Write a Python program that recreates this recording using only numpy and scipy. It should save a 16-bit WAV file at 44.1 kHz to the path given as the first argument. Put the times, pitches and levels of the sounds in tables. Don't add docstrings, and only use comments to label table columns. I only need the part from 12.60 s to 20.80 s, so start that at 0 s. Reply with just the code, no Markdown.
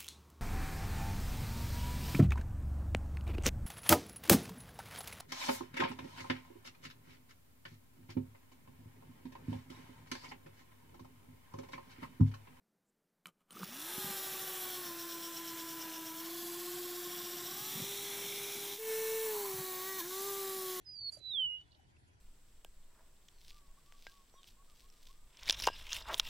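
import sys
import numpy as np
from scipy import signal
from scipy.fft import rfft, irfft, next_fast_len
from scipy.io import wavfile
from scipy.ndimage import uniform_filter1d, map_coordinates

SR = 44100
rng = np.random.default_rng(int(sys.argv[2]) if len(sys.argv) > 2 else 0)


def to_linear_factor(level_db):
    exponent = np.asarray(level_db, float) / 20
    return 10 ** exponent


def waveform_to_disk(signal):
    frames = np.transpose(np.atleast_2d(signal))
    scaled = np.clip(frames, -1, 1) * 32767
    samples = np.round(scaled).astype(np.int16)
    wavfile.write(sys.argv[1], SR, samples)


N = 361619


def seconds():
    return np.arange(N) / SR


def white():
    return rng.standard_normal(N)


def unit(x):
    return x / np.sqrt(np.mean(x ** 2) + 1e-20)


def curves(rows):
    s, *columns = np.transpose(rows)
    return [np.interp(seconds(), s, column) for column in columns]


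def wobble(rate):
    knots = rng.standard_normal(int(N * rate / SR) + 4)
    return map_coordinates(knots, [np.arange(N) * rate / SR])


def bump(s, wide_s):
    return np.exp(-((seconds() - s) / wide_s) ** 2)


def held(rows, fall_s):
    t, gain = seconds(), 0
    for s, hold_s, db, rise_s in rows:
        rise_db = 20 * np.maximum((s - t) / rise_s, 0)
        fall_db = 20 * np.maximum((t - s - hold_s) / fall_s, 0)
        gain = gain + to_linear_factor(db - rise_db - fall_db)
    return gain


def filtered(x, response):
    m = next_fast_len(N + 8192)
    return irfft(rfft(x, m) * response(np.fft.rfftfreq(m, 1 / SR)), m)[:N]


def coloured(points, x):
    f, db = np.transpose(points)
    return unit(filtered(x, lambda hz: to_linear_factor(np.interp(np.log(hz + 1), np.log(f + 1), db))))


def resonant(modes, x):
    def response(f):
        total = 0
        for k, (centre, width, db) in enumerate(modes):
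            peak = 1j * f * width / (centre * centre - f * f + 1j * f * width)
            total = total + (-1) ** k * to_linear_factor(db) * peak
        return total
    return filtered(x, response)


def patchy(x, depth_db):
    z = signal.stft(x, nperseg=512)[2]
    field = uniform_filter1d(rng.standard_normal(z.shape), size=2, axis=0)
    field = unit(uniform_filter1d(field, size=50, axis=1))
    return unit(signal.istft(z * to_linear_factor(depth_db * field), nperseg=512)[1][:N])


def blend(position, versions):
    return sum(np.clip(1 - abs(position - k), 0, 1) * v for k, v in enumerate(versions))


def puffs(rows):
    reach = SR // 30
    out, t = np.zeros(N), np.arange(-reach, reach) / SR
    for s, db, hz, half in rows:
        push = to_linear_factor(db) * np.exp(-(t / half) ** 2) * np.sin(2 * np.pi * hz * t + 0.53)
        out[round(s * SR) - reach:][:len(t)] -= push
    return out


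# (frequency [Hz], level per Hz [dB])
ROOM_TONE = [(15, -28), (25, 10), (33, -26), (82, -15), (204, 5), (246, -2), (399, -3.5), (1240, -14),
             (1620, -14), (2850, -22), (15500, -23)]


def room():
    return to_linear_factor(-83) * coloured(ROOM_TONE, white())


# (time [s], level [dB])
RUSTLE = [
    (.235, -130),
    (.25, -98),
    (.3, -86),
    (.32, -130),
]


def rustle():
    band = [(7600, 1800, 0)]
    return to_linear_factor(curves(RUSTLE)[0]) * unit(resonant(band, resonant(band, white())))


# (time [s], peak level [dB], fizz [dB], 60 dB decay [s], brightness [dB])
CLICKS = [
    (0.649, -73, -2, 0.02, 0),
    (0.657, -31.5, -13, 0.05, 8),
    (0.669, -39, -4, 0.03, 0),
    (0.907, -34, -10, 0.03, 8),
    (0.928, -47, 0, 0.02, 2),
    (0.95, -44, -16, 0.05, -5),
    (0.969, -42, -10, 0.05, 0),
    (1.017, -42, -10, 0.05, 0),
    (1.032, -29, -11, 0.05, 3),
]
# (centre [Hz], width [Hz], level [dB])
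BOX = [(170, 30, 8), (420, 420, -4), (1245, 150, 5.5), (2330, 250, -7), (3050, 160, -3.5), (4080, 400, -13)]
# (time [s], hold [s], level [dB], rise per 20 dB [s])
SCRAPE = [
    (.66, .03, -63, .002),
    (.73, .15, -93, .03),
    (.808, .006, -79, .025),
    (.886, .018, -82, .01),
    (.912, .14, -65, .02),
]


def switch():
    t = np.arange(SR // 8) / SR
    knock, fizz = np.zeros((3, N + SR)), np.zeros(N + SR)
    tilt = np.array([[-.8], [0], [1]])
    for s, db, fizz_db, t60, bright_db in CLICKS:
        start = round(s * SR)
        burst = rng.standard_normal((2, len(t)))
        decay = .3 * to_linear_factor(-60 * t / 0.0026) + 0.12 * to_linear_factor(-60 * t / t60)
        blow = 2.6 * (t == 0) + decay * burst[0]
        knock[:, start:][:, :len(t)] += to_linear_factor(db + 6.5 + bright_db * tilt) * blow
        fizz[start:][:len(t)] += to_linear_factor(db + fizz_db - 1.5 - 60 * t / 0.017) * burst[1]
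    grit = held(SCRAPE, fall_s=.022) * to_linear_factor(2.2 * wobble(300)) * white()
    low, middle, high = [x[:N] + 3.9 * grit for x in knock]
    box = resonant(BOX[:2], low) + resonant(BOX[2:3], middle) - resonant(BOX[3:], high)
    return box + resonant([(7800, 4000, 0), (14300, 2500, -2)], fizz[:N] + .6 * grit)


# (centre [s], peak level [dB], frequency [Hz], half length [s])
CHATTER = [(.659, -50, 3050, .0012), (.659, -50, 2300, .0012), (.66, -47, 1250, .002),
           (.916, -58, 9100, .003), (.922, -50, 9300, .0025), (.953, -53, 1200, .004),
           (.965, -52, 400, .003), (.971, -44, 1250, .0028), (.981, -52, 330, .003),
           (.999, -51, 1350, .002), (.999, -50, 450, .002), (1.008, -48, 380, .003),
           (1.009, -52, 1200, .003), (1.016, -46, 420, .002), (1.018, -48, 1300, .002),
           (1.026, -50, 1250, .0025), (1.0326, -30.5, 1200, .0009), (1.036, -47, 1250, .003),
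           (1.06, -58, 700, .004), (1.09, -57, 600, .005), (1.125, -56, 750, .004), (1.16, -56, 620, .005),
           (5.17, -53, 480, .005), (5.205, -50, 540, .005), (5.24, -53, 500, .005),
           (7.406, -46, 2400, .0015)]


def chatter():
    return puffs(CHATTER)


START_S, SPIN_UP_S = 1.05, .38


def slowness():
    return np.clip(1 - (seconds() - START_S) / SPIN_UP_S, 0, 1) ** 1.6


# (time [s], turn rate [Hz], unbalance tone level [dB])
SHAFT = [(1.5, 381.5, -56), (2.19, 358.5, -52.5), (2.31, 338.6, -51.5), (3.55, 320.1, -51.5),
         (3.75, 340.6, -48), (4.19, 354.2, -45.5), (4.85, 349.1, -52), (5.08, 373.5, -57.5),
         (5.3, 398.5, -51.5), (6.18, 404, -50.5), (6.19, 442, -38), (6.65, 443.7, -38), (6.92, 380, -44),
         (7.19, 369, -48.5), (7.29, 384, -49), (7.39, 377.5, -50), (7.66, 400.5, -43.5), (8.2, 365, -45)]


def speed():
    brake_s, grip_s, recover_s, brake_hz = 7.385, .031, .09, 49
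    t = seconds()
    recovery = np.exp(-np.maximum(t - brake_s - grip_s, 0) / recover_s)
    brake = np.clip((t - brake_s) / grip_s, 0, 1) * recovery
    return curves(SHAFT)[0] - 195 * slowness() - brake_hz * brake


# (time [s], lead over the shaft [Hz])
WHIRL_LEAD = [
    (1.05, 185),
    (1.2, 147),
    (1.3, 74),
    (1.4, 35),
    (1.55, 12),
    (4.86, 17),
    (5.05, 57),
    (5.28, 60),
    (5.52, 40),
    (6.17, 53),
]
# (time [s], beats so far [count])
MEETINGS = [(1.585, 0), (2.025, 6), (2.268, 8), (2.418, 9), (2.51, 10), (2.65, 11), (2.772, 12),
            (3.215, 16), (3.347, 17), (3.48, 18), (3.597, 19), (3.669, 20), (3.82, 24), (3.873, 25),
            (3.94, 26), (4.007, 27), (4.358, 33), (4.443, 34), (4.59, 36), (4.657, 37), (4.78, 39),
            (4.87, 40)]


def rotation():
    shaft_hz = speed() + 0.78 * wobble(25)
    free = np.cumsum(curves(WHIRL_LEAD)[0]) / SR
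    s, beats = np.transpose(MEETINGS)
    correction = np.interp(seconds(), s, beats - np.interp(s, seconds(), free))
    lead = free + uniform_filter1d(correction, size=3000)
    return 2 * np.pi * np.cumsum(shaft_hz) / SR, 2 * np.pi * lead


def change_db():
    change_s, fade_out_s, fade_in_s = 6.195, .06, .11
    return np.interp(seconds(), [change_s - fade_out_s, change_s, change_s + fade_in_s], [0, -7, 0])


def grown_db(power):
    return power * 20 * np.log10(speed() / 380) + change_db()


# (time [s], direction [-1 to 7])
POSE = [(1.1, -1), (1.27, 0), (2.1, 0), (2.3, 1), (3.6, 1), (3.75, 2), (4.4, 2), (4.5, 3), (4.95, 3),
        (5.3, 4), (6.17, 4), (6.2, 5), (6.68, 5), (6.76, 6), (7.43, 6), (7.48, 7)]


def heard(rows):
    position = curves(POSE)[0] + 1
    return [np.interp(position, np.arange(len(rows)), column) for column in np.transpose(rows)]


FLARE_S, FLARE_WIDE_S = 5.04, .15
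# (order 2 [dB], order 3 [dB], sum tones [dB], throb [0-1])
WHIRL_HEARD = [(-70, -66, -75, .2), (-59.5, -60.5, -61, .15), (-69, -56, -63, .52), (-67, -67, -58, .25),
               (-66, -68, -59, .2), (-73, -73, -69, .02), (-110, -110, -110, .1), (-110, -110, -110, .1),
               (-110, -110, -110, .1)]
# (brush rub [dB], blade rush [dB], draught [dB])
NOISE_HEARD = [(-39.5, -54, -62), (-41.5, -51, -64.5), (-43, -53.5, -64), (-44, -55.5, -64),
               (-43, -53, -61.5), (-43, -51.5, -61.5), (-42, -53, -68), (-40.5, -53.5, -66.5),
               (-41.5, -54.5, -66)]
# (time [s], rub [dB], shaft orders 2, 3, 4, 5, 6 [dB])
TOUCH = [(7.22, 0, 0, 0, 0, 0, 0), (7.27, 0, -4, 0, 7, 0, 3), (7.38, 0, -6, 1, 7, 0, 3),
         (7.392, 4, -6, 3, 8, 5, 4), (7.404, 7, -8, 4, 6, -2, 3), (7.413, 3.5, -10, 4, 0, 1, -6),
         (7.42, 0, -11, -12, -5, 1, -9), (7.46, -2.5, -8, -5, 18, -6, -12), (7.48, -1, -2, -14, 0, -10, -9),
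         (7.5, -1, -3, -16, 3, -8, -6), (7.51, 0, -2, 1, 9, -2, -3), (7.58, 0, 0, 0, 0, 0, 0)]
# (frequency [Hz], level per Hz [dB])
STARTING = [(1700, -30), (2400, -10.5), (3600, -3), (4450, -12), (5600, -5), (6500, -12), (8000, -14),
            (8600, -11), (9900, -15), (10700, -8), (11500, -16), (12400, -9), (13100, -13), (15420, 0)]
# (frequency [Hz], level per Hz [dB])
SIDE_ON = [(1900, -35), (2670, -9.5), (3450, -1.5), (4050, -4.6), (4820, -11.9), (5680, -4.3),
           (6200, -11.5), (7580, -5.7), (8350, -10.6), (10590, -4.6), (11540, -12.2), (12320, 1.2),
           (12920, -7.6), (15420, -2.5)]
# (frequency [Hz], level per Hz [dB])
FACE_ON = [(1900, -35), (2670, -8.2), (3270, -3.0), (4220, -5.3), (4570, -12.5), (5600, -1.3), (6290, -8.6),
           (7060, -8.1), (7410, -5.3), (8870, -11.9), (9220, -8.1), (9820, -9.4), (14130, -3.9),
           (15420, -1.1)]
# (frequency [Hz], level per Hz [dB])
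TIPPED = [(1900, -35), (2670, -9.0), (3360, -2.3), (7150, -6.0), (7580, -1.5), (8610, -8.2), (10080, -5.8),
          (10250, -9.1), (11110, -0.9), (11890, -4.4), (12580, 0.6), (13260, -6.1), (14810, -1.4),
          (15420, -2.3)]
# (frequency [Hz], level per Hz [dB])
LIFTED = [(1900, -35), (2670, -8.2), (3360, 0.6), (4740, -6.0), (5170, -5.4), (5600, 0.6), (6370, -10.2),
          (7750, -1.6), (8790, -9.6), (9650, -6.1), (11280, -7.2), (12140, -0.1), (12580, -4.4),
          (15420, -1.2)]
# (frequency [Hz], level per Hz [dB])
AWAY = [(1900, -35), (2670, -9.2), (2900, -11), (3200, 0), (3750, 2), (4250, -6), (4910, -12), (5600, -2),
        (6550, -6.5), (8200, -8), (11700, -7), (12300, -4), (12900, -8), (15420, -2.5)]
# (frequency [Hz], level per Hz [dB])
CUPPED = [(1900, -35), (2670, -7.1), (4130, -5.4), (4820, -13.1), (5940, -2.3), (6290, -8.2), (6890, -4.5),
          (8790, -7.2), (10510, -2.9), (11460, -8.9), (12140, -2.7), (12490, -2.5), (12750, -5.2),
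          (15420, 0.3)]
# (frequency [Hz], level per Hz [dB])
PINCHED = [(1900, -35), (2670, -14.7), (3270, -7.5), (4310, -4.5), (4910, -14.3), (5430, -8.0),
           (7920, -7.4), (8960, -13.6), (9470, -6.5), (11540, -8.2), (12230, -0.1), (12920, -7.8),
           (14380, -4.8), (15420, -0.2)]
# (frequency [Hz], level per Hz [dB])
RAISED = [(1900, -35), (2670, -13.6), (3190, -5.2), (4220, -3.5), (4740, -7.7), (7840, -4.9), (8270, -7.8),
          (9130, -8.0), (9650, -1.8), (10340, -7.0), (12580, -1), (12750, -4.5), (14640, -3.8),
          (15420, 0.1)]
# (centre [Hz], width [Hz], level [dB])
END_CAP = [(5550, 750, 7), (3200, 670, -0.5)]
# (time [s], hold [s], level [dB], rise per 20 dB [s])
RATTLE = [
    (6.4, .28, -66, .12),
    (6.75, .17, -54, .12),
    (7.4, .005, -68, .02),
    (7.58, .1, -64, .1),
]


def rub(shaft, lead):
    throb = heard(WHIRL_HEARD)[-1]
    gate = 1 + .12 * np.cos(shaft)
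    gate = gate * (1 + .35 * throb * np.cos(shaft + lead)) * (1 + .2 * throb * np.cos(lead))
    noise = patchy(gate * to_linear_factor(0.64 * wobble(900)) * white(), depth_db=2.1)
    views = [STARTING, SIDE_ON, FACE_ON, TIPPED, LIFTED, AWAY, CUPPED, PINCHED, RAISED]
    can = blend(curves(POSE)[0] + 1, [coloured(view, noise) for view in views])
    press = throb * (((1 + np.cos(lead)) / 2) ** 3 - .17)
    cap = press * sum(resonant([mode], can) for mode in END_CAP)
    fingers = unit(resonant([(1030, 106, 14.5), (740, 150, 1.5)], noise))
    buzz = held(RATTLE, fall_s=.15) * to_linear_factor(1.8 * wobble(60)) * fingers
    rub_db = heard(NOISE_HEARD)[0] + grown_db(1.5) + curves(TOUCH)[0] + 1.82
    crackle_db = slowness() * (-1.5 + 3.5 * wobble(250))
    flare_db = 1.5 * bump(FLARE_S + .1, FLARE_WIDE_S)
    return to_linear_factor(rub_db + crackle_db + flare_db) * (can + cap) + buzz


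# (centre [Hz], width [Hz], held in front [dB], held aside [dB], after the scene changes [dB])
BLADES = [(520, 790, -5.5, -9.5, -8), (1036, 254, 0.5, -3.5, -2), (1570, 436, 0, -6.5, -4.5),
          (2072, 455, 2, 0, 0.5), (2315, 450, 0.5, 0.5, -1.5)]
# (time [s], blade view [0-2])
GRIP = [
    (4.85, 0),
    (5.1, 1),
    (6.17, 1),
    (6.2, 2),
]
# (frequency [Hz], level per Hz [dB])
DRAUGHT = [(15, -54), (25, -16), (48, -26), (86, -18), (129, -2.5), (259, -4.5), (290, -4.5), (380, -1.5),
           (640, -120)]


def air():
    _, rush_db, draught_db = heard(NOISE_HEARD) + grown_db(.6)
    noise = patchy(white(), depth_db=1.5)
    views = []
    for k in range(3):
        modes = [(hz, width, db[k]) for hz, width, *db in BLADES]
        views.append(unit(resonant(modes, noise)))
    rush = to_linear_factor(rush_db - 1.5 + .8 * wobble(12)) * blend(curves(GRIP)[0], views)
    lumps = to_linear_factor(2.1 * wobble(30)) * white()
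    draught = to_linear_factor(draught_db + 1.5) * coloured(DRAUGHT + [(600, -27), (3000, -60)], lumps)
    return rush + draught


# (centre [s], peak level [dB], frequency [Hz], half length [s])
THUMPS = [(.958, -51, 220, 0.0051), (1.019, -47, 185, 0.014), (1.035, -42.5, 177, 0.0093),
          (1.383, -36.5, 210, 0.0027), (1.447, -37.5, 200, 0.0033), (1.467, -45, 170, 0.008),
          (1.505, -42.5, 200, .006), (5.16, -41, 160, 0.0071), (5.178, -43.5, 215.5, .008),
          (5.203, -38, 221, 0.0044), (5.224, -38, 154, 0.0056), (5.242, -43, 241.4, 0.0035),
          (6.945, -48, 160, .006), (6.96, -50, 120, 0.0074), (6.99, -47, 140.2, .006),
          (7.005, -43.5, 162.3, 0.0082)]


def thumps():
    return puffs(THUMPS)


def tone(angle, db, flutter_db=0.28):
    return np.sqrt(2) * to_linear_factor(db + flutter_db * wobble(30)) * np.sin(angle)


# (shaft order, whirl order, level [dB])
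SUM_TONES = [(1, 1, -11), (2, 1, -6), (1, 2, -8), (0, 1, -8)]
SWELL_LAG = [0, .38, -.1, .29, 0, 0, 0]
# (orders 2, 3, 4, 5, 6 [dB])
UPPER_HEARD = [(-75, -80, -82, -82, -82), (-64, -71, -75, -62, -72), (-65, -67, -59, -88, -76),
               (-61, -65, -60, -60, -75), (-60, -62, -64, -64, -66), (-63, -66, -80, -64, -73),
               (-58.5, -60, -49.5, -45, -49), (-52.5, -52, -62, -52.5, -55), (-54.5, -52, -62, -63, -66)]
# (frequency [Hz], level [dB])
SHELL = [(730, -7), (810, 0), (1190, 0), (1228, -22), (1650, -1), (1850, -9), (1915, 0), (2050, -12)]


def whine(shaft, lead):
    start = rng.uniform(0, 2 * np.pi, len(SWELL_LAG))

    def angle(turns, whirls):
        order = turns + whirls
        return order * shaft + start[order] + whirls * (lead - 2 * np.pi * SWELL_LAG[order])

    swing_db = 4.5 * bump(1.41, .05)
    turn = tone(angle(1, 0), curves(SHAFT)[1] + swing_db, flutter_db=.6)

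    shaft_hz, slow = speed(), slowness()
    slow_db = -27 * slow
    mute_db = -15 * bump(6.87, .13)
    touch_db, upper = curves(TOUCH)[1:], 0
    for k, db in enumerate(heard(UPPER_HEARD)):
        order = k + 2
        shell_db = np.interp(order * shaft_hz, *np.transpose(SHELL)) + slow_db + (order > 2) * mute_db
        upper = upper + tone(angle(order, 0), db + shell_db + touch_db[k], flutter_db=1.2)

    second_db, third_db, sums_db, _ = heard(WHIRL_HEARD)
    second_db, third_db, sums_db = second_db + slow_db, third_db + .3 * slow_db, sums_db + slow_db
    fourth_db = (second_db + third_db) / 2 - 2.5 - 40 * slow
    whirl_db = [second_db, third_db, fourth_db, third_db - 10]
    swell_db = 8 * bump(FLARE_S, FLARE_WIDE_S) + 4 * bump(1.48, .09)
    whirl = to_linear_factor(swell_db) * sum(tone(angle(0, k + 2), db) for k, db in enumerate(whirl_db))
    sums = sum(tone(angle(a, b), sums_db + db, flutter_db=1.6) for a, b, db in SUM_TONES)

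    fade_in = np.clip((seconds() - START_S) / .07, 0, 1)
    return (turn + upper + whirl + sums) * to_linear_factor(1.5 * change_db()) * fade_in


def scene():
    shaft, lead = rotation()
    running = np.clip((seconds() - .9) / 0.1, 0, 1)
    mono = room() + rustle() + switch() + chatter()
    mono = mono + running * (rub(shaft, lead) + air()) + thumps() + whine(shaft, lead)
    return np.array([mono, mono])


def stray(mono):
    side, window = np.zeros(N), np.sin(np.pi * np.arange(2048) / 2048)
    hz = np.fft.rfftfreq(2048, 1 / SR)
    for when, where in rng.random((30, 2)):
        start, low = int((1.3 + 6.7 * when) * SR), 4200 + 9500 * where
        band = (hz > low) & (hz < low + 1700)
        size = np.abs(rfft(mono[start:][:2048] * window))[band].mean()
        phase = np.exp(2j * np.pi * rng.random(len(hz)))
        side[start:][:2048] += window * irfft(band * size * phase)
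    return side


def low_pass(x):
    return signal.sosfilt(signal.butter(12, 16810, fs=SR, output="sos"), x)


def record(dry):
    def response(hz):
        return (1j * hz / (1j * hz + 30)) * np.clip((15600 - hz) / 120, 0, 1)
    mono = filtered(dry[0], response)
    mono = mono - .05 * uniform_filter1d(np.abs(mono), size=SR // 4)
    side = to_linear_factor(1.5) * stray(mono)
    return low_pass(np.array([mono + side, mono - side]))


dry = scene()
out = record(dry)
waveform_to_disk(out)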